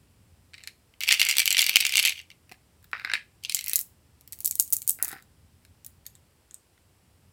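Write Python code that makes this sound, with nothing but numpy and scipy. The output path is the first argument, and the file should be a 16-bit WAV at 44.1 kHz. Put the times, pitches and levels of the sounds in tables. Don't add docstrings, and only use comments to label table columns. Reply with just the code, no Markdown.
import sys
import numpy as np
from scipy import signal
from scipy.fft import rfft, irfft
from scipy.io import wavfile

SR = 44100
rng = np.random.default_rng(int(sys.argv[2]) if len(sys.argv) > 2 else 0)


def pcm_store(signal):
    levels = np.round(np.clip(np.atleast_2d(signal), -1, 1) * 32767)
    wavfile.write(sys.argv[1], SR, levels.astype(np.int16).T)


N = 322900

# (frequency [Hz], relative density [dB per Hz])
AIR_SPECTRUM = [(15, -56.5), (25, -22), (42, -15), (87, -2.5), (114, -10), (252, -19), (746, -28),
                (809, -27.5), (1550, -32), (2900, -32), (3700, -35.5), (5200, -33.5), (6500, -38.5),
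                (7800, -33.5), (11500, -37), (13200, -40), (14800, -37.5), (16500, -48)]
# (time [s], gain [dB])
RUMBLE_GAIN = [(0, 4), (.8, -2), (3.5, 0.5), (6.1, 2.5), (6.6, -5.5), (7.3, 1.9)]
# (time [s], peak of hollow knock [dB], peak of charm tick before its low cut [dB])
CLEAR_HITS = [(0.535, -39, -49), (0.5415, -34.5, -39.5), (0.58, -41.5, -47.5), (0.637, -38.5, -33.5),
              (0.6743, -29, -25), (0.9386, -48, -62.5), (1.0066, -25.5, -19.5), (1.0229, -26, -32.5),
              (1.035, -18.5, -16), (1.0771, -15, -20.5), (1.084, -29, -13), (1.0889, -8.5, -10.5),
              (1.106, -13.5, -19), (1.1098, -8.5, -11.5), (1.12, -10.5, -8.5), (1.125, -6.5, -4),
              (1.1399, -15, -14.5), (1.1464, -17, -22.5), (1.196, -14, -12.5), (1.198, -9.5, -14),
              (1.204, -16, -11), (1.2155, -5, -7.5), (1.2288, -13, -14), (1.2506, -21, -11.5),
              (1.267, -16, -17.5), (1.2884, -30.5, -8.5), (1.2957, -14, -10), (1.3024, -15, -17),
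              (1.3114, -13.5, -9), (1.3685, -15, -9), (1.3833, -8.5, -3.5), (1.3942, -16, -6),
              (1.4012, -15, -9), (1.4177, -16, -21.5), (1.457, -17, -7.5), (1.4769, -10.5, -7.5),
              (1.5058, -15, -7), (1.515, -15.5, -18.5), (1.5273, -20.5, -5), (1.5465, -11.5, -32),
              (1.5687, -10, -13.5), (1.5806, -12.5, -10.5), (1.585, -13.5, -15), (1.592, -7.5, -4.5),
              (1.6079, -18.5, -8), (1.618, -16.5, -5), (1.6259, -10, -20.5), (1.642, -19, -10),
              (1.665, -15, -7.5), (1.694, -11, -8), (1.7394, -23.5, -26.5), (1.758, -3, -2),
              (1.7681, -10.5, -6), (1.8038, -14.5, -12.5), (1.8078, -15.5, -7), (1.8515, -12, -9.5),
              (1.8664, -13, -9.5), (1.8935, -19, -16.5), (1.9224, -24, -15), (1.939, -17, -17),
              (1.9554, -10, -11), (1.9705, -14, -4), (1.9794, -9.5, -10.5), (1.991, -9, -13),
              (1.9966, -11, -6.5), (2.0276, -18.5, -10.5), (2.0391, -13.5, -34), (2.0511, -9.5, -9),
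              (2.058, -15.5, -7), (2.0686, -13.5, -26), (2.0749, -17.5, -12.5), (2.0819, -14.5, -22),
              (2.0944, -16, -14.5), (2.1236, -25.5, -34), (2.191, -28, -40), (2.1996, -32, -53),
              (2.2148, -43.5, -39), (2.3027, -38.5, -41), (2.315, -38.5, -49.5), (2.494, -45.5, -45.5),
              (2.5154, -37.5, -40.5), (2.5211, -37.5, -34.5), (2.828, -63.5, -45.5), (2.843, -51, -40.5),
              (2.9149, -51, -41), (2.9315, -15, -59.5), (2.9442, -30.5, -70.5), (2.9973, -28.5, -42),
              (3.048, -17, -32), (3.0742, -24.5, -54.5), (3.0983, -19, -44), (3.1161, -21, -39),
              (3.1362, -10.5, -17), (3.1532, -15, -50), (3.4372, -36.5, -29), (3.449, -19.5, -29),
              (3.4558, -36.5, -31.5), (3.4963, -21.5, -13.5), (3.5222, -25, -20), (3.547, -25, -3.5),
              (3.5683, -29, -18.5), (3.576, -38, -27.5), (3.5903, -26.5, -18), (3.61, -32, -20),
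              (3.642, -40, -17), (3.662, -44, -19), (3.671, -31.5, -31), (3.6822, -39, -9.5),
              (3.696, -36, -10), (3.7145, -32, -21), (3.7337, -28.5, -6.5), (3.7581, -44, -0.5),
              (3.763, -48, -4.5), (3.7694, -60.5, -18), (3.7913, -56, -9), (3.8053, -65, -15.5),
              (3.8127, -59, -16), (4.2103, -58, -38), (4.2765, -53.5, -32.5), (4.3243, -49.5, -21),
              (4.3307, -44.5, -20), (4.389, -56.5, -28.5), (4.4053, -51, -16), (4.4128, -52, -44),
              (4.447, -69, -9.5), (4.4544, -77.5, -11), (4.459, -49.5, -5), (4.4722, -63.5, -21),
              (4.4766, -54.5, -8), (4.511, -44, -8.5), (4.5248, -46, -27), (4.5547, -51, -14.5),
              (4.5812, -59, -34), (4.5924, -58, -12.5), (4.5983, -49.5, 1.5), (4.6028, -73.5, -6.5),
              (4.6077, -55, -9), (4.625, -61, -16.5), (4.662, -62.5, -36), (4.6779, -60, -25),
              (4.7038, -66, -26), (4.7256, -55, -7.5), (4.7304, -56.5, -3.5), (4.733, -69, -3),
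              (4.7383, -49, -10), (4.746, -47.5, -19), (4.767, -54, -11.5), (4.7864, -56.5, -27),
              (4.819, -45.5, -20.5), (4.8266, -69, -25), (4.847, -77, -40), (4.868, -60.5, -39),
              (4.8775, -53.5, -4.5), (4.8864, -54.5, -40), (4.8904, -103, -7.5), (4.8949, -77, -1),
              (4.9065, -73, -9), (4.988, -38, -37), (5.0264, -35, -2), (5.039, -53, -37),
              (5.047, -58, -10.5), (5.0523, -48, -20.5), (5.081, -44, -15), (5.089, -48, -18.5),
              (5.1153, -38, -24), (5.1277, -51, -27.5), (5.165, -40, -60), (5.2242, -57.5, -39),
              (5.6504, -51, -44.5), (5.8471, -55.5, -30), (5.864, -67, -23), (5.8681, -61, -36),
              (6.055, -52, -47), (6.0636, -51, -37), (6.0655, -49.5, -22), (6.153, -57, -37),
              (6.5104, -57.5, -34.5), (6.5434, -61.5, -25.5), (6.778, -54.5, -60.5)]
# (frequency [Hz], relative level [dB], t60 [s])
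HOLLOW_MODES = [(1120, -23, .005), (1890, -12, 0.0053), (2320, -2.5, 0.014), (2770, -2, 0.0066),
                (2912, 0.5, 0.01), (3430, 2.5, 0.0058)]
# (frequency [Hz], relative level [dB], t60 [s])
WALL_MODES = [(4400, -3, .005), (4680, -0.5, 0.0087), (4838, -1.5, 0.0065), (6065, 0, 0.0097)]
# (frequency [Hz], relative level [dB], t60 [s])
CHARM_MODES = [(7200, -4, .0035), (8200, -2, .004), (9400, -3, .003), (10600, -2, .0035), (11700, -1, .004),
               (12700, -5, .003), (14500, -3, .004), (15400, -5, .003)]
# (time [s], pitch factor [ratio], wall gain [dB], mean treble tilt [dB per octave])
GRIP = [(.7, 0.83, 2.5, -13.5), (1.0, 0.96, -1.5, -8.5), (2.2, 1.002, -1, -6.5), (2.9, 0.62, -1.5, 2),
        (3.14, 0.74, 0.5, -12), (3.45, 1.09, 2.5, -17.5), (3.7, 0.87, -1.5, 6), (4.9, 1.02, 0.5, 3),
        (4.99, 0.66, -11, 8.5), (5.3, 0.62, 2, 2), (5.9, 0.84, 1, -0.5), (6.5, 0.62, -2.5, -30)]
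# (start [s], end [s], base level of hollow knocks [dB], base level of charm ticks [dB])
HANDLING_SPELLS = [(0.531, 0.692, -63, -67), (1.009, 2.104, -34.5, -42), (2.097, 2.202, -49, -54),
                   (2.936, 3.19, -47, -67.5), (3.423, 3.787, -54, -57), (4.306, 4.973, -80, -64),
                   (4.99, 5.179, -50, -60)]
# (time [s], peak [dB])
THUD_HITS = [(2.515, -41), (2.52, -39), (2.932, -40.5), (3.05, -41.5), (3.139, -40), (3.545, -42),
             (4.597, -55.5), (4.988, -48.5), (5.023, -39.5), (5.042, -38), (5.075, -43), (5.108, -46),
             (5.13, -32.5), (5.14, -40), (5.159, -40)]
# (frequency [Hz], relative level [dB], t60 [s])
THUD_MODES = [(352.4, 6, 0.0062), (572, -7.5, 0.0019), (835, -3, 0.0218), (1057, -1.5, 0.0083)]

AIR_RMS_DB, RUMBLE_TOP_HZ = -61, 300
CHARM_CUT_HZ = 3100
CANDIDATES_PER_S, PATTER_FLOOR_DB = 650, -80
SPELL_RISE_S, SPELL_FALL_DB_PER_S = .005, 499
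SHOWER_HOLLOW_DB, SHOWER_CHARM_DB, SHOWER_T60_S = -19, -25, .12
NEAR_DB, NEAR_T60_S, NEAR_RISE_S = -12.5, 0.039, 0.0091
WALLS_DB, WALLS_T60_LOW_S, WALLS_T60_HIGH_S = -15.5, 0.25, .23
WALLS_RISE_S, WALLS_SPLIT_HZ = .009, 3500
DRIFT_CUT_HZ, SLOPE_HZ, TOP_HZ = 38, 15500, 16750


def undb(db):
    return 10 ** (np.asarray(db) / 20)


def curve(table, s):
    rows = np.array(table, float)
    return [np.interp(s, rows[:, 0], column) for column in rows[:, 1:].T]


def air():
    hz = np.maximum(np.arange(N // 2 + 1) * SR / N, 1)
    table_hz, table_db = np.array(AIR_SPECTRUM).T
    shape = undb(np.interp(np.log(hz), np.log(table_hz), table_db))
    spectrum = rfft(rng.standard_normal(N)) * shape
    rumble = irfft(spectrum * (hz < RUMBLE_TOP_HZ), N)
    hiss = irfft(spectrum * (hz >= RUMBLE_TOP_HZ), N)
    rumble_db = curve(RUMBLE_GAIN, np.arange(N) / SR)[0]
    x = hiss + rumble * undb(rumble_db)
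    return x * undb(AIR_RMS_DB) / np.sqrt(np.mean(x ** 2))


def ring(s, peak_db, modes, pitch, tilt_db, detune, scatter_db, rise_s, size_samples):
    hz, db, t60_s = np.array(modes, np.float32).T[:, None, :, None]
    chance = rng.standard_normal((len(s), hz.size, 3), np.float32)
    t = np.arange(size_samples, dtype=np.float32) / SR
    tilt_db = np.float32(tilt_db).reshape(-1, 1, 1)
    pitch = np.float32(pitch).reshape(-1, 1, 1)
    db = db + tilt_db * np.log2(hz) + scatter_db * chance[..., 1:2]
    hz = hz * pitch * (1 + detune * chance[..., :1])
    phase = 2 * np.pi * hz * t + 0.7 * chance[..., 2:]
    wave = np.sum(undb(db) * undb(-60 * t / t60_s) * np.sin(phase), axis=1)
    wave = wave * (1 - np.exp(-t / rise_s))
    wave = wave * (undb(peak_db) / np.abs(wave).max(axis=1))[:, None]
    where = (s * SR).astype(int)[:, None] + np.arange(size_samples)
    return np.bincount(where.ravel(), wave.ravel(), N + size_samples)[:N]


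def collisions(s, hollow_db, charm_db):
    pitch, grip_db, tilt_db = curve(GRIP, s)
    tilt_db = tilt_db + 3.5 * rng.standard_normal(len(s))
    wall_db = 0.62 * hollow_db + 0.4 * charm_db + grip_db
    wall_pitch = 0.96 * pitch ** .4
    hollow = ring(s, hollow_db, HOLLOW_MODES, pitch, 0,
                  detune=0.061, scatter_db=2, rise_s=0.0011, size_samples=900)
    wall = ring(s, wall_db, WALL_MODES, wall_pitch, tilt_db,
                detune=0.058, scatter_db=1, rise_s=0.00047, size_samples=500)
    charm = ring(s, charm_db, CHARM_MODES, 1, tilt_db,
                 detune=.033, scatter_db=4, rise_s=.0001, size_samples=300)
    charm = signal.sosfilt(signal.butter(2, CHARM_CUT_HZ, "high", fs=SR, output="sos"), charm)
    tick = ring(s, charm_db - 13, [(7540, 0, 0.0041)], 1, 0,
                detune=0.22, scatter_db=2, rise_s=.00003, size_samples=60)
    return hollow + wall + charm + tick


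def stirring(s):
    start, end, *spell_db = np.array(HANDLING_SPELLS, float).T[:, :, None]
    rise = np.clip((s - start) / SPELL_RISE_S, 0, 1)
    held = rise * undb(-SPELL_FALL_DB_PER_S * np.maximum(s - end, 0))
    hit, *hit_db = np.array(CLEAR_HITS, float).T[:, :, None]
    fading = (s > hit) * undb(-60 * np.maximum(s - hit, 0) / SHOWER_T60_S)
    power = []
    for handling_db, blow_db, drop_db in zip(spell_db, hit_db, (SHOWER_HOLLOW_DB, SHOWER_CHARM_DB)):
        handling = np.sum((held * undb(handling_db)) ** 2, axis=0)
        shower = np.sum((fading * undb(blow_db + drop_db)) ** 2, axis=0)
        power.append(handling + shower)
    return 10 * np.log10(np.array(power) + 1e-12)


def patter():
    chance = rng.random((int(CANDIDATES_PER_S * N / SR), 3))
    s = chance[:, 0] * N / SR
    hollow_db, charm_db = stirring(s)
    heard = np.maximum(hollow_db, charm_db) > PATTER_FLOOR_DB
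    size_db = -3 + np.minimum(-4.2 * np.log(1 - chance[:, 1]), 15)
    lean_db = 14 * (chance[:, 2] - .5)
    hollow_db = hollow_db + size_db + lean_db
    charm_db = charm_db + size_db - lean_db
    return collisions(s[heard], hollow_db[heard], charm_db[heard])


def clear_hits():
    s, hollow_db, charm_db = np.array(CLEAR_HITS, float).T
    chance = rng.random((len(s), 2, 2))
    delay_s = np.cumsum(.0008 + 0.0042 * chance[..., 0], axis=1)
    loss_db = np.cumsum(11 + 12 * chance[..., 1], axis=1)
    late_s = (s[:, None] + delay_s).ravel()
    late_hollow_db = (hollow_db[:, None] - loss_db).ravel()
    late_charm_db = (charm_db[:, None] - loss_db).ravel()
    rebounds = collisions(late_s, late_hollow_db, late_charm_db)
    return collisions(s, hollow_db, charm_db) + rebounds


def room(x):
    t = np.arange(SR // 2) / SR
    noise, scatter = rng.standard_normal((2, len(t)))
    low = signal.sosfiltfilt(signal.butter(2, WALLS_SPLIT_HZ, fs=SR, output="sos"), noise)
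    high = noise - low
    walls = low * undb(-60 * t / WALLS_T60_LOW_S) + high * undb(-60 * t / WALLS_T60_HIGH_S)
    walls = walls * np.clip(t / WALLS_RISE_S, 0, 1) ** 2
    near = scatter * undb(-60 * t / NEAR_T60_S)
    near = near * np.clip(t / NEAR_RISE_S, 0, 1)
    tail = undb(WALLS_DB) * walls / np.linalg.norm(walls)
    tail = tail + undb(NEAR_DB) * near / np.linalg.norm(near)
    return signal.fftconvolve(x, tail)[:N]


def thuds():
    s, peak_db = np.array(THUD_HITS, float).T
    return ring(s, peak_db, THUD_MODES, 0.93, 0,
                detune=0.028, scatter_db=0.5, rise_s=0.00084, size_samples=1500)


def scene():
    dry = clear_hits() + patter() + thuds()
    return (dry + room(dry) + air())[None]


def record(dry):
    x = np.clip(dry, -1, 1)
    x = signal.sosfilt(signal.butter(2, DRIFT_CUT_HZ, "high", fs=SR, output="sos"), x)
    x = signal.sosfiltfilt(signal.cheby1(3, .2, SLOPE_HZ, fs=SR, output="sos"), x)
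    return signal.sosfiltfilt(signal.ellip(10, .1, 42, TOP_HZ, fs=SR, output="sos"), x)


dry = scene()
out = record(dry)
pcm_store(out)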